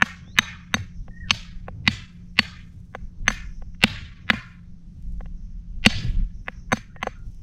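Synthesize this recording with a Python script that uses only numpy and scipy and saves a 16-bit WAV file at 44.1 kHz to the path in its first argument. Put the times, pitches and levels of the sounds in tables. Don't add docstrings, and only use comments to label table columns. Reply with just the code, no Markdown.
import sys
import numpy as np
from scipy import signal
from scipy.io import wavfile
from scipy.ndimage import uniform_filter1d

SR = 44100
rng = np.random.default_rng(int(sys.argv[2]) if len(sys.argv) > 2 else 0)


def put_to_file(sound):
    columns = np.atleast_2d(sound).T
    safe = np.clip(columns, -1, 1)
    whole_steps = np.round(safe * 32767)
    wavfile.write(sys.argv[1], SR, whole_steps.astype(np.int16))


def decibels_to_gain(level_db):
    exponent = np.asarray(level_db, float) / 20
    return 10 ** exponent


N = 327222
T = np.arange(N) / SR
CALM_DB = -44
# delay_s, gain
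NEAR_ECHOES = [(.0027, .55), (.0037, .5), (.0048, .35), (.0062, .15)]


def noise():
    return rng.standard_normal(N)


def band(x, lo_hz, hi_hz, order=2):
    edges_hz = [lo_hz, min(hi_hz, .45 * SR)]
    return signal.sosfilt(signal.butter(order, edges_hz, "band", fs=SR, output="sos"), x)


def unit(x):
    return x / np.sqrt(np.mean(x ** 2))


def walk(rate_hz):
    k = int(SR / rate_hz)
    steps = np.repeat(rng.standard_normal(N // k + 1), k)
    return unit(uniform_filter1d(uniform_filter1d(steps, k), k)[:N])


def columns(table):
    s, *rest = np.transpose(table)
    return [np.interp(T, s, c) for c in rest]


def swells(table, rest_db):
    power = decibels_to_gain(2 * rest_db)
    power = power + sum(decibels_to_gain(2 * db) * bell(T, s, length_s) for s, db, length_s in table)
    return 10 * np.log10(power)


def bell(t, centre_s, width_s):
    return np.exp(-((t - centre_s) / width_s) ** 2)


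def burst(t, hz, delay_s, width_s):
    return np.sin(2 * np.pi * hz * (t - delay_s)) * bell(t, delay_s, width_s)


def decay(t, t60_s):
    return 1000. ** (-t / t60_s)


def ring(t, hz, t60_s, rise_s, delay_s=0.):
    u = np.maximum(t - delay_s, 0)
    return np.sin(2 * np.pi * hz * u) * (1 - np.exp(-u / rise_s)) * decay(u, t60_s)


def tone(table, wobble, rate_hz):
    hz, db = columns(table)
    inside = uniform_filter1d(1. * ((T > table[0][0]) & (T < table[-1][0])), size=400)
    phase = 2 * np.pi * np.cumsum(hz * (1 + wobble * walk(rate_hz))) / SR
    return np.sqrt(2) * inside * decibels_to_gain(db + 2.0 * walk(rate_hz)) * np.sin(phase)


def add(out, s, sound):
    i = int(s * SR)
    out[i:i + len(sound)] += sound[:N - i]


def wind_db():
    # peak_s, rumble_db, length_s
    gusts = [(1.01, -34.5, 0.083), (1.22, -33, 0.079), (1.61, -34.5, .1), (1.9, -38.5, 0.08),
             (3.04, -30.5, 0.048), (3.24, -29, 0.069), (3.47, -28.5, .05), (3.62, -31, .09),
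             (3.86, -36.5, .05), (4.03, -42, .12), (4.73, -31.5, 0.055), (4.88, -30, 0.035),
             (5.07, -27.5, 0.091), (5.25, -29.5, 0.11), (5.46, -28, 0.065), (5.57, -28.5, 0.055),
             (5.76, -30, 0.068), (5.9, -28.5, .05), (5.99, -17, 0.0063), (6.09, -22.5, .015),
             (6.2, -17.5, 0.039), (6.36, -31.5, 0.052), (6.61, -34.5, 0.065), (6.9, -45, .1),
             (7.11, -35, 0.31)]
    return swells(gusts, CALM_DB)


def shore():
    # pitch_hz, level_db (per Hz)
    spectrum = [(120, -12), (190, -13.5), (257, -30), (381, -40), (800, -50), (4840, -55.5), (5950, -55),
                (9450, -74)]
    level_db, follows_wind = -67, 0.12
    hz, db = np.transpose(spectrum)
    out = 0
    for f in 120 * 2 ** np.arange(0, 7, .5):
        gain_db = np.interp(np.log(f), np.log(hz), db) + 1.5 * walk(14)
        out = out + decibels_to_gain(gain_db) * band(noise(), f / 1.19, f * 1.19, order=3)
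    gain = decibels_to_gain(level_db + follows_wind * (wind_db() - CALM_DB))
    return out * gain / np.std(band(out, 280, 630))


def wind():
    # peak_s, buffet_db, length_s
    jolts = [(.8, -42.5, 0.055), (1.32, -41, 0.052), (1.9, -39, 0.077), (3.92, -39.5, .08),
             (4.36, -41, 0.087), (5.95, -34, 0.038), (6.08, -34.5, 0.078), (6.74, -41.5, 0.06)]
    rumble_db = wind_db()
    buffet_db = swells(jolts, -48.5) + 2 * walk(6)
    pops_db = 1.5 * (rumble_db + 25.5) - 48.5
    rumble = unit(band(noise(), 10, 48, order=3)) * decibels_to_gain(rumble_db - 2.7 + 2.5 * walk(9))
    buffet = unit(band(noise(), 68, 125)) * decibels_to_gain(buffet_db + 4.0 * walk(25))
    pops = unit(band(noise(), 140, 220, order=4)) * decibels_to_gain(pops_db + 1.0 * walk(40))
    return rumble + buffet + pops


def engine():
    # time_s, pitch_hz, level_db
    firing = [(0, 177, -49.5), (2, 174.8, -50), (4, 175, -52.5), (5.5, 172.8, -50.5), (7.42, 170.4, -56.5)]
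    # time_s, pitch_hz, level_db
    throb = [(0, 81.5, -52), (2.5, 81, -51), (4.7, 81, -52), (5.2, 81, -59), (7.42, 81, -59)]
    return tone(firing, 0.0065, 14) + tone(throb, 0.0085, 4.0)


def insects():
    # peak_s, level_db, length_s
    chorus = [(.35, -68, .3), (1, -74, .3), (2.3, -78, .25), (3.05, -80, .12), (3.5, -65, .1),
              (3.8, -74.5, .15), (4.3, -78, .25), (5.5, -78.5, .12), (6.5, -67.5, .13), (7.36, -73, .12)]
    buzz = rng.standard_normal((2, N)) * decibels_to_gain(3.0 * walk(38))
    waves = unit(band(buzz[0], 5200, 6250, order=3))
    thin = unit(band(buzz[1], 6100, 6420))
    return waves * decibels_to_gain(swells(chorus, -84)) + thin * decibels_to_gain(-87 + 2.3 * walk(2))


def birds():
    # time_s, pitch_hz, level_db
    whistles = [
        [(1.11, 1834, -57), (1.128, 1820, -52), (1.228, 1910, -44), (1.242, 1810, -38), (1.285, 1831, -55)],
        [(6.945, 1850, -53), (6.961, 1890, -44.5), (6.997, 1660, -62), (7.02, 1830, -69)],
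    ]
    # time_s, pitch_hz, level_db
    glides = [
        [(.205, 2980, -70.5), (.25, 3260, -63), (.3, 3660, -57.5), (.375, 4600, -59)],
        [(1.235, 1750, -57), (1.27, 1540, -55), (1.3, 1400, -47)],
        [(6.89, 1400, -65), (6.925, 1480, -57), (6.942, 1850, -59)],
        [(7.15, 1440, -58.5), (7.17, 1400, -57), (7.25, 1400, -69)],
    ]
    pulsing = .62 + .42 * np.cos(2 * np.pi * 29 * (T - 1.245))
    calls = pulsing * sum(tone(call, .006, 40) for call in whistles)
    flutter = 0.61 + .4 * walk(340)
    calls = calls + flutter * sum(tone(call, 0.0038, 280) for call in glides)
    wood = rng.standard_normal(SR // 8) * np.exp(-T[:SR // 8] / 0.035)
    return .9 * calls + .45 * signal.fftconvolve(calls, wood / np.linalg.norm(wood))[:N]


def sand():
    # peak_s, level_db, length_s
    slides = [(.1, -82, 0.048), (1.3, -86.5, 0.27), (2.2, -87, 0.35), (2.8, -81, .2), (3.45, -84.5, 0.14),
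              (4.48, -85, 0.0984), (5.1, -81, .12), (6.05, -70.5, 0.055), (6.5, -88.5, 0.13),
              (6.8, -86, .08), (7.32, -78.5, 0.091)]
    landed = rng.random(N) < 3000 / SR
    ticks = landed * decibels_to_gain(2.6 * rng.exponential(size=N)) * noise()
    return unit(band(ticks, 3900, 9700, order=1)) * decibels_to_gain(swells(slides, -96) + 4.0)


def blow_hits():
    # start_s, force_db, stone_pitch_hz, sand_thud_db, tree_echo_s
    blows = [(0.0207, -3, 1560, -19.5, 0.22), (.386, 0.5, 1885, -21, 0.39), (0.7408, -15, 1662, -19, 0.15),
             (1.306, -3.5, 2600, -27, 0.34), (1.8753, -3.5, 2344, -15.5, 0.37),
             (2.389, -2.5, 2379, -18, 0.34), (3.2793, -7, 1800, -22.5, .2), (3.8368, 4, 2447, -11.5, 0.52),
             (4.2998, -1.5, 1919, -17.5, 0.29), (5.8605, 6.5, 2637, -7.5, 0.4),
             (6.719, -16, 1596, -24, 0.15), (6.7268, -15, 1432, -15, 0.057)]
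    # handle_knock_db, edge_click_db, mode_1_db, mode_2_db, mode_3_db (steel head)
    strikes = [(-24, -33.5, -18, -36, -23.5), (-33.5, -12.5, -0.5, -33, -13),
               (-22.5, -23.5, -7.5, -23.5, -14), (-32, -41.5, -21.5, -20.5, -16),
               (-31, -44, -5.5, -17, -42), (-23.5, -40.5, -12.5, -13.5, -35.5),
               (-24, -29.5, -28, -22.5, -10), (-16.5, -11.5, -6, -39.5, -44.5), (-21, -37.5, -26, -28, -45),
               (-13, -18.5, -8, -13.5, -19), (-24, -41, -26.5, -34, -25), (-14, -21.5, -15.5, -25.5, -17)]
    rows = []
    for (s, db, hz, thud_db, depth_s), (knock_db, click_db, a, b, c) in zip(blows, strikes):
        rows.append(dict(
            s=s, hz=hz, crack_db=-3 + min(.2 * db, 1.38 * (db + 8.5)), held_db=max(db, -10) + 2.5,
            knock_db=knock_db, thud_db=thud_db, click_db=click_db, modes_db=(a, b, c, (b + c) / 2 - 14),
            echo_db=db, treble_db=min(-24.5 - 4.6 * db, 0), depth_s=depth_s))
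    return rows


def tap_hits():
    # start_s, crack_db, handle_knock_db, thud_db, steel_ring_db
    taps = [(0.7668, -39, -32.5, -37.5, -51), (1.0804, -51, -41, -48, -78.5), (1.682, -36, -27, -45.5, -75),
            (2.949, -28, -26, -41, -47), (3.3033, -20, -31, -30.5, -28.5), (3.6206, -51, -41, -52, -76),
            (3.7464, -54.5, -70, -52.5, -79), (4.3323, -30, -30.5, -22, -42.5),
            (5.2064, -45, -37, -46.5, -68.5), (5.257, -47.5, -46.5, -51, -83.5),
            (6.4819, -21.5, -28, -36.5, -55), (6.7705, -30, -38, -36.5, -32.5),
            (6.9611, -43, -41, -62, -74), (7.0274, -21, -28.5, -49, -29.5),
            (7.0284, -17, -23.5, -30.5, -57), (7.0691, -27, -16.5, -34.5, -35),
            (.276, -66, -52.5, -61, -95)]
    modes_db = np.array((-5.5, -9.5, -.5, -15))
    return [dict(
        s=s, hz=1640, crack_db=db, held_db=2.5,
        knock_db=knock_db, thud_db=thud_db, click_db=db - 22, modes_db=ring_db + modes_db,
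        echo_db=db - 2.5, treble_db=-16, depth_s=.14) for s, db, knock_db, thud_db, ring_db in taps]


def trees(hits, steel):
    # pitch_hz, level_db, t60_s
    tree_bands = [(503, 1, .3), (730, 3.5, .4), (980, -12.5, .6), (1400, -3.5, 1), (2000, -1.5, .8),
                  (2950, -5.5, .75), (4000, -2, .62), (5700, -4.5, 0.7), (7550, -10.5, .3),
                  (11000, -11.5, .26), (14000, -19, .2)]
    out, t = np.zeros(N), np.arange(int(.6 * SR)) / SR
    swell = np.clip((t - .004) / 0.036, 0, 1)
    hz, gain_db, t60_s = np.transpose(tree_bands)
    trunks = decibels_to_gain(1.37 * walk(130)[:len(t)])
    size = N + len(t)
    leaves = []
    for f in hz:
        rustle = unit(band(rng.standard_normal(size), f / 1.3, f * 1.252, order=3))
        leaves.append(rustle * decibels_to_gain(2.4 * np.resize(walk(25), size)))
    leaves = np.array(leaves)
    fade = decibels_to_gain(gain_db)[:, None] * decay(t, t60_s[:, None])
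    for hit in hits:
        db, stone_hz = hit["echo_db"], hit["hz"]
        octaves = np.log2(hz / (1.014 * stone_hz)) - .032 * max(db, 0)
        hump = decibels_to_gain(-np.where(octaves < 0, 19, 16) * octaves ** 2) + 0.17
        colour = hump + decibels_to_gain(hit["treble_db"]) * (hz > stone_hz)
        recover = 1 - np.exp(-t / (.004 + .016 * decibels_to_gain(db)))
        i = int(hit["s"] * SR)
        wash = colour @ (fade * leaves[:, i:i + len(t)])
        shift = 1 + .15 * rng.standard_normal(len(NEAR_ECHOES))
        wash = wash + sum(.7 * g * np.roll(wash, int(d * k * SR)) for (d, g), k in zip(NEAR_ECHOES, shift))
        envelope = recover * swell * trunks * bell(t, 0, hit["depth_s"])
        add(out, hit["s"], decibels_to_gain(db - 35.5) * envelope * wash)
    answer = swell * bell(t, 0, 0.15) * (fade * leaves[:, :len(t)]).sum(axis=0)
    return out + decibels_to_gain(-51.5) * signal.fftconvolve(np.diff(steel, n=2), answer)[:N]


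def ghosts(true):
    block_s = 512 / 48000
    x = np.pad(band(true, 500, 6900, order=1), (0, SR))
    return sum(decibels_to_gain(db) * x[int(k * block_s * SR):][:N] for k, db in enumerate((-23, -35, -50.5), start=1))


def sand_thud(t, hit):
    bed = ring(t, 215, .04, 0.0052, delay_s=0.0039) + 0.21 * ring(t, 120, 0.05, .002, delay_s=0.0023)
    return decibels_to_gain(hit["thud_db"] + 12.5) * bed


def handle_knock(t, hit):
    handle = .8 * ring(t, 510, 0.029, 0.0012) + 0.59 * ring(t, 1070, .016, 0.0001)
    handle = handle + 0.89 * ring(t, 770, .018, 0.00046, delay_s=0.0011)
    return decibels_to_gain(hit["knock_db"] + 6) * handle


def steel_head(t, hit):
    # pitch_hz, t60_s
    modes = [(3780, 0.022), (4440, 0.05), (6220, 0.031), (7930, 0.042)]
    out = 0
    for db, (hz, t60_s) in zip(hit["modes_db"], modes):
        out = out + decibels_to_gain(db) * ring(t, hz * (1 + 0.0015 * rng.standard_normal()), t60_s, 0.0015)
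    return out


def edge_click(t, hit):
    hiss = unit(band(rng.standard_normal(len(t)), 4100, 16000))
    return decibels_to_gain(hit["click_db"] - 4.0) * hiss * (bell(t, .0007, .0004) + .07 * decay(t, .02))


def stone(t, hit):
    grit = unit(band(rng.standard_normal(len(t)), 1050, 1.8 * hit["hz"], order=4))
    sound = 1.45 * burst(t, 1.04 * hit["hz"], .0008, .0004) + .25 * grit * bell(t, .0008, .0005)
    for delay_s, gain in NEAR_ECHOES:
        hz = hit["hz"] * 1.1 ** rng.standard_normal()
        sound = sound + gain * (burst(t, hz, delay_s, .0006) + .4 * grit * bell(t, delay_s, .0007))
    return decibels_to_gain(hit["crack_db"] + 3) * (sound + 0.14 * grit * decay(t, 0.036))


def pick(hits):
    heard, true, steel = np.zeros((3, N))
    t = np.arange(int(.12 * SR)) / SR
    for hit in hits:
        crack, head, knock = stone(t, hit), steel_head(t, hit), handle_knock(t, hit)
        start_s = hit["s"] + .0003
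        add(heard, start_s, crack + edge_click(t, hit) + head + knock + sand_thud(t, hit))
        add(true, start_s, decibels_to_gain(hit["held_db"]) * (crack + .5 * knock))
        add(steel, start_s, decibels_to_gain(hit["held_db"]) * head)
    return heard, true, steel


def scene():
    hits = blow_hits() + tap_hits()
    heard, true, steel = pick(hits)
    background = shore() + wind() + engine() + insects() + birds() + sand()
    return (background + trees(hits, steel) + ghosts(true) + heard)[None]


def low_pass(x):
    return signal.sosfilt(signal.butter(12, 16380, fs=SR, output="sos"), x)


def record(dry):
    top = signal.ellip(8, .2, 60, 16200, fs=SR, output="sos")
    return low_pass(np.clip(signal.sosfilt(top, dry), -1, 1))


dry = scene()
out = record(dry)
put_to_file(out)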